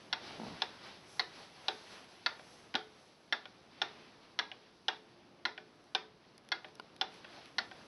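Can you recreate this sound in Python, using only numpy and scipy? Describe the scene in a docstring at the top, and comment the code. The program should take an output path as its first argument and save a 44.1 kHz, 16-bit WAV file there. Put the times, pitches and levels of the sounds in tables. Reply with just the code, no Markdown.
"""Wall clock in a small room

A carved wooden wall clock ticks in a small quiet room, heard by a hand-held microphone that moves round it.
The escape wheel strikes two pallets in turn: clusters of impulses ring the damped modes of the case,
and small knocks follow some of the ticks. Shaped noise gives room hum, shuffling clothes and a thin hiss.
The grip creaks, drags and clicks, a faint tone swells once, a hollow tap sounds; a filter dulls the treble.
"""
import sys
import numpy as np
from scipy import signal
from scipy.fft import rfft, irfft
from scipy.io import wavfile

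SR = 44100
rng = np.random.default_rng(int(sys.argv[2]) if len(sys.argv) > 2 else 0)


def undo_db(level):
    """Turn decibels back into plain size, where 20 dB means ten times bigger."""
    steps = np.asarray(level, float) / 20
    return 10 ** steps


def wav_record(signal):
    """Record a signal, one row per channel, as 16-bit PCM in the file named by sys.argv[1]."""
    frames = np.transpose(np.atleast_2d(signal))
    bounded = np.clip(frames, -1, 1)
    # unit amplitude maps onto the largest positive 16-bit level
    quanta = np.round(bounded * 32767).astype(np.int16)
    wavfile.write(sys.argv[1], SR, quanta)


N = 347067   # length [samples]


def butter(order, hz, kind, x):
    """Butterworth filtering: a maximally flat pass band."""
    return signal.sosfilt(signal.butter(order, hz, kind, fs=SR, output="sos"), x)


def at_hz(points, hz):
    """Logarithmic frequency scale: read a (frequency [Hz], value) table along it."""
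    table_hz, values = np.array(points).T
    return np.interp(np.log(np.maximum(hz, 1)), np.log(table_hz), values)


def coloured(spectrum):
    """Spectral shaping: white noise weighted by a (frequency [Hz], level [dB]) table."""
    gain = undo_db(at_hz(spectrum, np.fft.rfftfreq(N, 1 / SR)))
    return irfft(rfft(rng.standard_normal(N)) * gain, N)


def unit_band(x, low_hz, high_hz):
    """Band level: scale x to an rms of 1 between two frequencies."""
    return x / np.std(butter(4, [low_hz, high_hz], "band", x))


def waver(per_s):
    """Slow random modulation: straight lines between normal draws of spread 1."""
    steps = rng.standard_normal(1000)
    return np.interp(np.arange(N) / SR * per_s, np.arange(len(steps)), steps)


PATCHY_DB, PATCHES_PER_S = 1.5, 25   # spread and rate of the flicker


def patchy(x):
    """Independent band modulation: cloth is uneven, so four bands flicker apart."""
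    spectrum = rfft(x)
    band = np.searchsorted([900, 1800, 3600], np.fft.rfftfreq(N, 1 / SR))
    return sum(undo_db(PATCHY_DB * waver(PATCHES_PER_S)) * irfft(spectrum * (band == k), N) for k in range(4))


FILTER_START_HZ = 4740
# zeros of the treble response [Hz]
FILTER_NULLS_HZ = [6990, 8510, 9995, 12000]
# height of the lobes between neighbouring zeros, before the top falls [dB]
FILTER_LOBES_DB = [-24, -20.5, -13.5]
TOP_FALL_HZ, TOP_FALL_DB_PER_KHZ = 10950, 17


def treble_filter(x):
    """Short symmetric low-pass: a slope down to the first null, then small lobes of alternating sign."""
    hz = np.fft.rfftfreq(N, 1 / SR)
    first_null = FILTER_NULLS_HZ[0]
    slope = np.clip((first_null - hz) / (first_null - FILTER_START_HZ), 0, 1)
    gain = np.sin(np.pi / 2 * slope) ** 1.59
    for k, (low, high, db) in enumerate(zip(FILTER_NULLS_HZ, FILTER_NULLS_HZ[1:], FILTER_LOBES_DB)):
        lobe = np.sin(np.pi * np.clip((hz - low) / (high - low), 0, 1))
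        gain -= (-1) ** k * undo_db(db) * lobe
    gain *= undo_db(-TOP_FALL_DB_PER_KHZ * np.maximum(hz - TOP_FALL_HZ, 0) / 1000)
    return irfft(rfft(x) * gain, N)


# slow background level, high while the holder moves about:
# (time [s], hum level [dB], shuffle level [dB], thin hiss level [dB])
BACKGROUND = [(0.0, -63, -61, -78.5), (0.2, -62.5, -63.5, -80), (0.45, -53, -55, -71), (0.7, -62, -56, -76),
              (1.0, -63.5, -62, -78.5), (1.6, -65, -62.5, -78), (2.3, -64, -63.5, -79.5),
              (2.8, -63, -65.5, -84), (3.2, -68.5, -69.5, -84), (4.0, -63.5, -65, -86),
              (4.7, -67.5, -68, -86.5), (5.3, -64.5, -69, -89), (5.85, -66.5, -68.5, -87),
              (6.4, -66, -70, -89.5), (6.95, -63.5, -66.5, -86), (7.199, -64.5, -65, -85),
              (7.87, -63, -66, -79)]
# single sweeps of cloth on top: (middle [s], half length [s], shuffle level [dB], thin hiss level [dB])
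SWEEPS = [(0.284, 0.15, -50.5, -75.5), (0.871, 0.082, -53, -76), (0.934, 0.099, -59, -88),
          (1.145, 0.14, -65, -69.5), (1.4, 0.15, -56, -74.5), (1.714, 0.27, -58.5, -76),
          (1.937, 0.16, -56, -72.5), (2.13, .09, -64.5, -79), (2.523, .28, -67, -74),
          (3.026, 0.17, -69.5, -81.5), (3.95, 0.37, -61.5, -85), (7.152, 0.096, -62, -78),
          (7.352, 0.15, -57, -81), (7.464, 0.074, -63, -81), (7.794, 0.15, -61, -91)]
# noise spectra, shape only: (frequency [Hz], relative level [dB])
HUM_SPECTRUM = [(25, -25), (60, -15.5), (100, -8.5), (150, -5.5), (180, -4), (215, -5), (300, -4.5),
                (345, -3.5), (420, -7.5), (800, -11), (1300, -16.5), (3000, -37)]
SHUFFLE_SPECTRUM = [(150, -36.5), (400, -4.5), (750, -1), (1400, -4), (2300, -4.5), (4600, -6), (6500, -13),
                    (8000, -25), (12000, -26)]
HISS_SPECTRUM = [(4000, -31), (6500, -9), (7300, -2), (9000, -7), (12000, -10)]
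SWEEP_HUM_DB = -9.5   # low end of a sweep against its shuffle
WAVER_DB, WAVER_PER_S = 1.04, 5.4


def air():
    """Addition of powers: hum, shuffle and hiss are independent noises; sweeps are raised cosines squared."""
    t = np.arange(N) / SR
    s, *levels = np.transpose(BACKGROUND)
    levels_db = [np.interp(t, s, level) + WAVER_DB * waver(WAVER_PER_S) for level in levels]
    power = undo_db(2 * np.array(levels_db))
    for middle, half_length, shuffle_db, hiss_db in SWEEPS:
        swell = np.cos(np.pi / 2 * np.clip((t - middle) / half_length, -1, 1)) ** 4
        sweep_db = np.array([[shuffle_db + SWEEP_HUM_DB], [shuffle_db], [hiss_db]])
        power += undo_db(2 * sweep_db) * swell
    hum = unit_band(coloured(HUM_SPECTRUM), 60, 600)
    shuffle = unit_band(patchy(coloured(SHUFFLE_SPECTRUM)), 1200, 6000)
    # the hiss level holds behind the treble filter
    hiss = unit_band(treble_filter(coloured(HISS_SPECTRUM)), 7200, 11600)
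    hum_gain, shuffle_gain, hiss_gain = np.sqrt(power)
    return hum_gain * hum + shuffle_gain * shuffle, hiss_gain * hiss


def ring(clicks, hz, t60):
    """Damped resonator: a unit click sets a decaying sine of initial height 1 ringing."""
    r, w = undo_db(-60 / (t60 * SR)), 2 * np.pi * hz / SR
    return signal.lfilter([0, np.sin(w)], [1, -2 * r * np.cos(w), r * r], clicks + 1e-18)


def add(out, s, sound):
    """Superposition: mix a sound in at time s."""
    i = round(s * SR)
    out[i:i + len(sound)] += sound[:N - i]


# diffuse decay: (frequency [Hz], level against the strike [dB], t60 [s])
ROOM = [(254, -32, 0.46), (435, -28, 0.31), (755, -21, 0.26), (1150, -17.5, 0.25), (1570, -21.5, 0.29),
        (2600, -20, 0.23), (3900, -20, 0.3), (5200, -22, 0.27), (7940, -30, 0.26)]


def room(size):
    """Diffuse reverberation, new each time as the microphone moves: noise bands that build up and die."""
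    t = np.arange(size) / SR
    edges = 180 * 2 ** np.arange(0, 6.1, 1 / 3)   # third octaves [Hz]
    hz, level_db, t60 = np.transpose(ROOM)
    white = rng.standard_normal((2, size))
    tail = 0
    for k, (low, high) in enumerate(zip(edges, edges[1:])):
        band = butter(2, [low, high], "band", white[k % 2])
        centre = np.sqrt(low * high)
        fall_db = -60 * t / at_hz(np.c_[hz, t60], centre)
        tail = tail + band / np.std(band) * undo_db(at_hz(np.c_[hz, level_db], centre) + fall_db)
    return tail * np.clip((t - .003) / 0.0022, 0, 1)


# upper edges of the bass, middle, bright and treble registers [Hz]; the top register lies above
REGISTER_EDGES_HZ = [1100, 2750, 3750, 4950]
# modes of case and works, levels relative within a register, t60 before the damping factors:
# (frequency [Hz], tick level [dB], tock level [dB], knock level [dB], t60 [s])
CASE_MODES = [(241, -28.5, -50, -29, 0.17), (336.6, -28, -28.5, -39, 0.16), (371.6, -33.5, -23, -27, 0.19),
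              (432, -33.5, -26, -26, 0.49), (613.4, -21.5, -17, -12.5, 0.058),
              (751.6, -6, -7.5, -10, 0.057), (888, -17, -14, -26, 0.082), (997, -12, -16.5, -21, 0.056),
              (1188, -18.5, -16.5, -21, 0.038), (1415, 2, -1, -14, 0.037), (1521, -5, -4.5, -1, 0.049),
              (1649, -1, -4.5, -5, 0.054), (1826, -10, -8.5, -9, 0.052), (1920, -14, -20, -24, 0.088),
              (2105, -3.5, -37, -26, 0.035), (2392, -27, -7, 1, 0.024), (2657, -9, -10.5, -6, 0.028),
              (2783, -3, -2.5, -2, 0.026), (3470, -62, -18, -7, 0.013), (3338, -2, -3.5, -10, 0.06),
              (3565, 14, 9.5, -10, 0.021), (3910, 1, 3, -9, 0.013), (4095, 2.5, -6.5, -17, 0.012),
              (4360, 4, -15.5, -27, 0.022), (4685, -9, -16.5, -4, 0.02), (5030, -30, 4, -15, 0.015),
              (5420, -5, -1, -23, 0.021), (6280, -42, -10, -14, 0.03)]
# contacts around each strike, the tooth slips off, lands, chatters, rebounds: (mean time [ms], level [dB])
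CONTACTS = [(2, -19), (-0.47, -13.5), (.5, 1.5), (1.5, -4.5), (2.5, -13.5), (3.998, -3)]
REBOUND_MS = 6.1   # one more contact, its level set by the caller
CASE_IN_ROOM_DB = -18.5


def works(rows, kinds, spread_db, rattle_db, rattle_t60, damping, bass_damping):
    """Modal superposition: a cluster of contacts rings all modes of the case, with strengths of its own."""
    out = np.zeros(N)
    lead, size, front = .006, SR // 2, round(.024 * SR)   # [s], [samples], [samples]
    hz, *kind_db, t60 = np.transpose(CASE_MODES)
    after = np.arange(size) / SR - lead
    # the metal starts in phase: a sharp front
    signs = np.where(hz > 3000, 1, (-1) ** np.arange(len(hz)))
    register = np.searchsorted(REGISTER_EDGES_HZ, hz)
    damped_t60 = t60 / np.where(register > 0, damping, bass_damping)
    for (s, *register_db, rebound_db), kind in zip(rows, kinds):
        clicks = np.zeros(size)
        for ms, db in CONTACTS + [(REBOUND_MS, rebound_db)]:
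            at = lead + ms * (1 + rng.normal(0, .04)) / 1000
            clicks[round(at * SR)] += undo_db(db)
        gains = signs * undo_db(kind_db[kind] + rng.normal(0, spread_db, len(hz)))
        rings = np.array([ring(clicks, f, decay) for f, decay in zip(hz, damped_t60)])
        # however the contacts fall, a mode takes up the energy that its strength and decay give it
        rings *= (gains * np.sqrt(t60 / np.sum(rings ** 2, axis=1)))[:, None]
        sound = np.zeros(size)
        for k, db in enumerate(register_db):
            group = rings[register == k].sum(axis=0)
            front_rms = np.sqrt(np.sum(group[:front] ** 2) / (.02 * SR))
            sound += undo_db(db) * group / front_rms
        strength = np.sqrt(np.sum(undo_db(np.array(register_db)) ** 2))
        # wheels and pivots rattle in their play: too many small modes to tell apart, brighter than the wood
        rattle_envelope = (after > 0) * undo_db(rattle_db - 60 * np.abs(after) / rattle_t60)
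        rattle = rng.standard_normal(size) * rattle_envelope
        sound += strength * butter(2, 5200, "high", rattle)
        tail = room(size)
        # the walls also return the modes of the case, which draws them out in the tail
        unit_tail = tail / np.sqrt(np.sum(tail ** 2))
        sound += undo_db(CASE_IN_ROOM_DB) * signal.fftconvolve(sound, unit_tail)[:size]
        add(out, s - lead, sound)
        add(out, s, strength * tail)
    return out


# tick and tock in turn, rms of the modes over 20 ms towards the listening angle, ahead of the filters:
# (time [s], middle level [dB], bright level [dB], treble level [dB], top level [dB])
BEATS = [(0.128, -39, -38.5, -36.5, -42.5), (0.6197, -44, -37, -37, -44), (1.1953, -36, -59, -31.5, -52),
         (1.6831, -42.5, -38.5, -34, -48), (2.2618, -33.5, -42.5, -32.5, -58),
         (2.7527, -39, -34.5, -38, -45), (3.3249, -32, -36, -42, -45), (3.817, -38, -33.5, -42, -40.5),
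         (4.39, -35, -36, -38, -43.5), (4.8827, -37, -32.5, -45, -42.5), (5.4527, -35, -41, -37.5, -56),
         (5.9493, -37.5, -32.5, -39, -43.5), (6.5185, -35.5, -39.5, -38, -47),
         (7.0124, -41, -35, -39, -42.5), (7.5835, -35.5, -46.5, -34.5, -43)]
# the bass spreads evenly all round, so it depends on the pallet alone;
# tick, then tock: (bass level [dB], rebound level [dB])
PALLETS = [(-42, -3), (-39, -13.5)]


def escapement():
    """Alternating impact excitation: the escape wheel strikes two pallets in turn."""
    pallet = np.arange(len(BEATS)) % 2
    rows = []
    for (s, *levels_db), k in zip(BEATS, pallet):
        bass_db, rebound_db = PALLETS[k]
        rows.append((s, bass_db, *levels_db, rebound_db))
    return works(rows, pallet, spread_db=3.5, rattle_db=-3.5, rattle_t60=0.049,
                 damping=1.0, bass_damping=0.88)


# the hand judders on the shell: a run of nearly even slips, uneven in strength, weakening on the whole
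JUDDER_S, SLIP_GAP_S = 0.4, 0.0168
SLIP_DB, SLIP_FADE_DB, SLIP_HZ = -37.5, -0.9, 229   # mean first level, mean change per slip, mean pitch
# then one lone jerk: (time [s], level of the low ring [dB], frequency [Hz])
LONE_JERK = (2.747, -35, 252)
CREAK_CUT_HZ = 150   # the creak thins out below this


def creak():
    """Stick-slip friction: each jerk of the hand gives a dull low ring and a rough scuff above it."""
    out, click = np.zeros(N), np.eye(1, SR // 8)[0]
    t = np.arange(len(click)) / SR
    jerks = []
    for k, (time_draw, level_draw, pitch_draw) in enumerate(rng.standard_normal((7, 3))):
        s = JUDDER_S + SLIP_GAP_S * k + 0.00098 * time_draw
        db = SLIP_DB + SLIP_FADE_DB * k + 2.2 * level_draw
        jerks.append((s, db, SLIP_HZ * (1 + .12 * pitch_draw)))
    for s, db, hz in jerks + [LONE_JERK]:
        scuff = butter(1, [450, 1500], "band", rng.standard_normal(len(click)))
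        scuff = scuff * undo_db(-2.5 - 60 * t / 0.073)
        low_ring = ring(click, hz, 0.073) + undo_db(-11.5) * ring(click, 142, 0.048)
        short_ring = undo_db(3.5) * ring(click, 810, 0.011)
        add(out, s, undo_db(db) * (low_ring - short_ring + scuff))
    return butter(3, CREAK_CUT_HZ, "high", out)


# the hand drags on the shell:
# (start [s], end [s], level [dB], low edge [Hz], high edge [Hz], swing of the lumps either way [dB])
DRAG = (0.45, 0.57, -53.5, 92, 302, 3)


def drag():
    """Amplitude-modulated friction noise: a low rumble sets in at once, throbs with the slips and fades."""
    start, end, db, low_hz, high_hz, lumps_db = DRAG
    t = np.arange(N) / SR
    noise = butter(2, [low_hz, high_hz], "band", rng.standard_normal(N))
    gate = np.clip((t - start) / 0.011, 0, 1) * np.clip((end - t) / .03, 0, 1)
    throb_db = lumps_db * np.sin(2 * np.pi * (t - JUDDER_S) / SLIP_GAP_S)
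    return undo_db(db + throb_db) * gate * noise / np.std(noise)


# clicks of the shell, levels ahead of their filters:
# (time [s], click level [dB], buzz level against the click [dB])
GRIP_CLICKS = [(2.044, -21, -26), (5.8414, -27, -29), (6.3797, -13.5, -25.5), (6.449, -30.5, -19),
               (6.489, -14, -26), (6.6853, -29, -17), (6.7543, -15, -26), (6.9642, -17, -25),
               (7.142, -19, -26), (7.4573, -17, -22)]


def grip():
    """Impulse and decaying noise: the plastic shell gives a sharp thin spike and a short dull buzz behind it."""
    out, size = np.zeros(N), SR // 50
    t = np.arange(size) / SR
    impulse = np.eye(1, size)[0]
    spike = butter(2, 6800, "high", butter(2, 6800, "high", impulse))
    for s, db, buzz_db in GRIP_CLICKS:
        buzz = butter(1, [1500, 4800], "band", rng.standard_normal(size))
        buzz = buzz * undo_db(buzz_db - 60 * t / 0.012)
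        add(out, s, undo_db(db) * (spike + buzz))
    return out


# lighter knocks in the works, rms of the modes over 20 ms, ahead of the filters:
# (time [s], bass level [dB], middle level [dB], bright level [dB], treble level [dB])
KNOCKS = [(2.3945, -59, -58.5, -68, -74), (2.741, -64, -44, -53, -53), (3.455, -57.5, -54.5, -54, -69),
          (4.5157, -57, -52, -50, -66.5), (5.5774, -55.5, -48.5, -54, -64), (6.6448, -55.5, -52, -54, -78),
          (7.2452, -64, -52, -60, -76), (7.713, -58.5, -53, -59, -69)]
KNOCK_TOP_DB = -9   # top register of a knock against its treble
KNOCK_REBOUND_DB = -9.5


def knocks():
    """Mode-dependent damping: in light knocks the upper case modes die quickly, bass modes ring on longer."""
    rows = [(*row, row[-1] + KNOCK_TOP_DB, KNOCK_REBOUND_DB) for row in KNOCKS]
    return works(rows, [2] * len(rows), spread_db=3.0, rattle_db=-3, rattle_t60=0.023,
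                 damping=3.4, bass_damping=0.4)


# one low tone: (start [s], end [s], frequency [Hz], peak level [dB])
FAINT_TONE = (4.5, 6, 350.5, -68)


def faint_tone():
    """Amplitude envelope: a low sine swells softly once along half a sine wave."""
    start, end, hz, db = FAINT_TONE
    t = np.arange(N) / SR
    swell = np.sin(np.pi * np.clip((t - start) / (end - start), 0, 1))
    return undo_db(db) * swell * np.sin(2 * np.pi * hz * t)


TAP_S = 6.7983
# modes of something hollow, levels ahead of the filters: (frequency [Hz], level [dB], t60 [s])
TAP_MODES = [(450, -55, 0.063), (1040, -39, 0.021), (1430, -37, 0.022), (2350, -47, 0.011),
             (2940, -43, 0.017), (3580, -41, .005), (4650, -37.5, .006), (9450, -28, 0.0022)]


def tap():
    """Impulse response: a single clean contact rings a few short modes."""
    click = np.eye(1, N, round(TAP_S * SR))[0]
    return sum(undo_db(db) * ring(click, hz, t60) for hz, db, t60 in TAP_MODES)


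BASS_CUT_HZ = 250


def scene():
    """Superposition: clock in its room, hand noises at the microphone and background, dulled by one filter."""
    background, hiss = air()
    blows = escapement() + knocks() + grip() + tap()
    blows = butter(2, BASS_CUT_HZ, "high", blows)   # small bodies radiate no deep bass
    mix = blows + background + creak() + drag() + faint_tone()
    return (treble_filter(mix) + hiss)[None]


def band_limit(x):
    """A steep low-pass at the top of the band."""
    return signal.sosfilt(signal.butter(12, 11870, fs=SR, output="sos"), x)


def record(dry):
    """Signal chain: the finished mix goes to its last stage unchanged."""
    return band_limit(dry)


dry = scene()
out = record(dry)
wav_record(out)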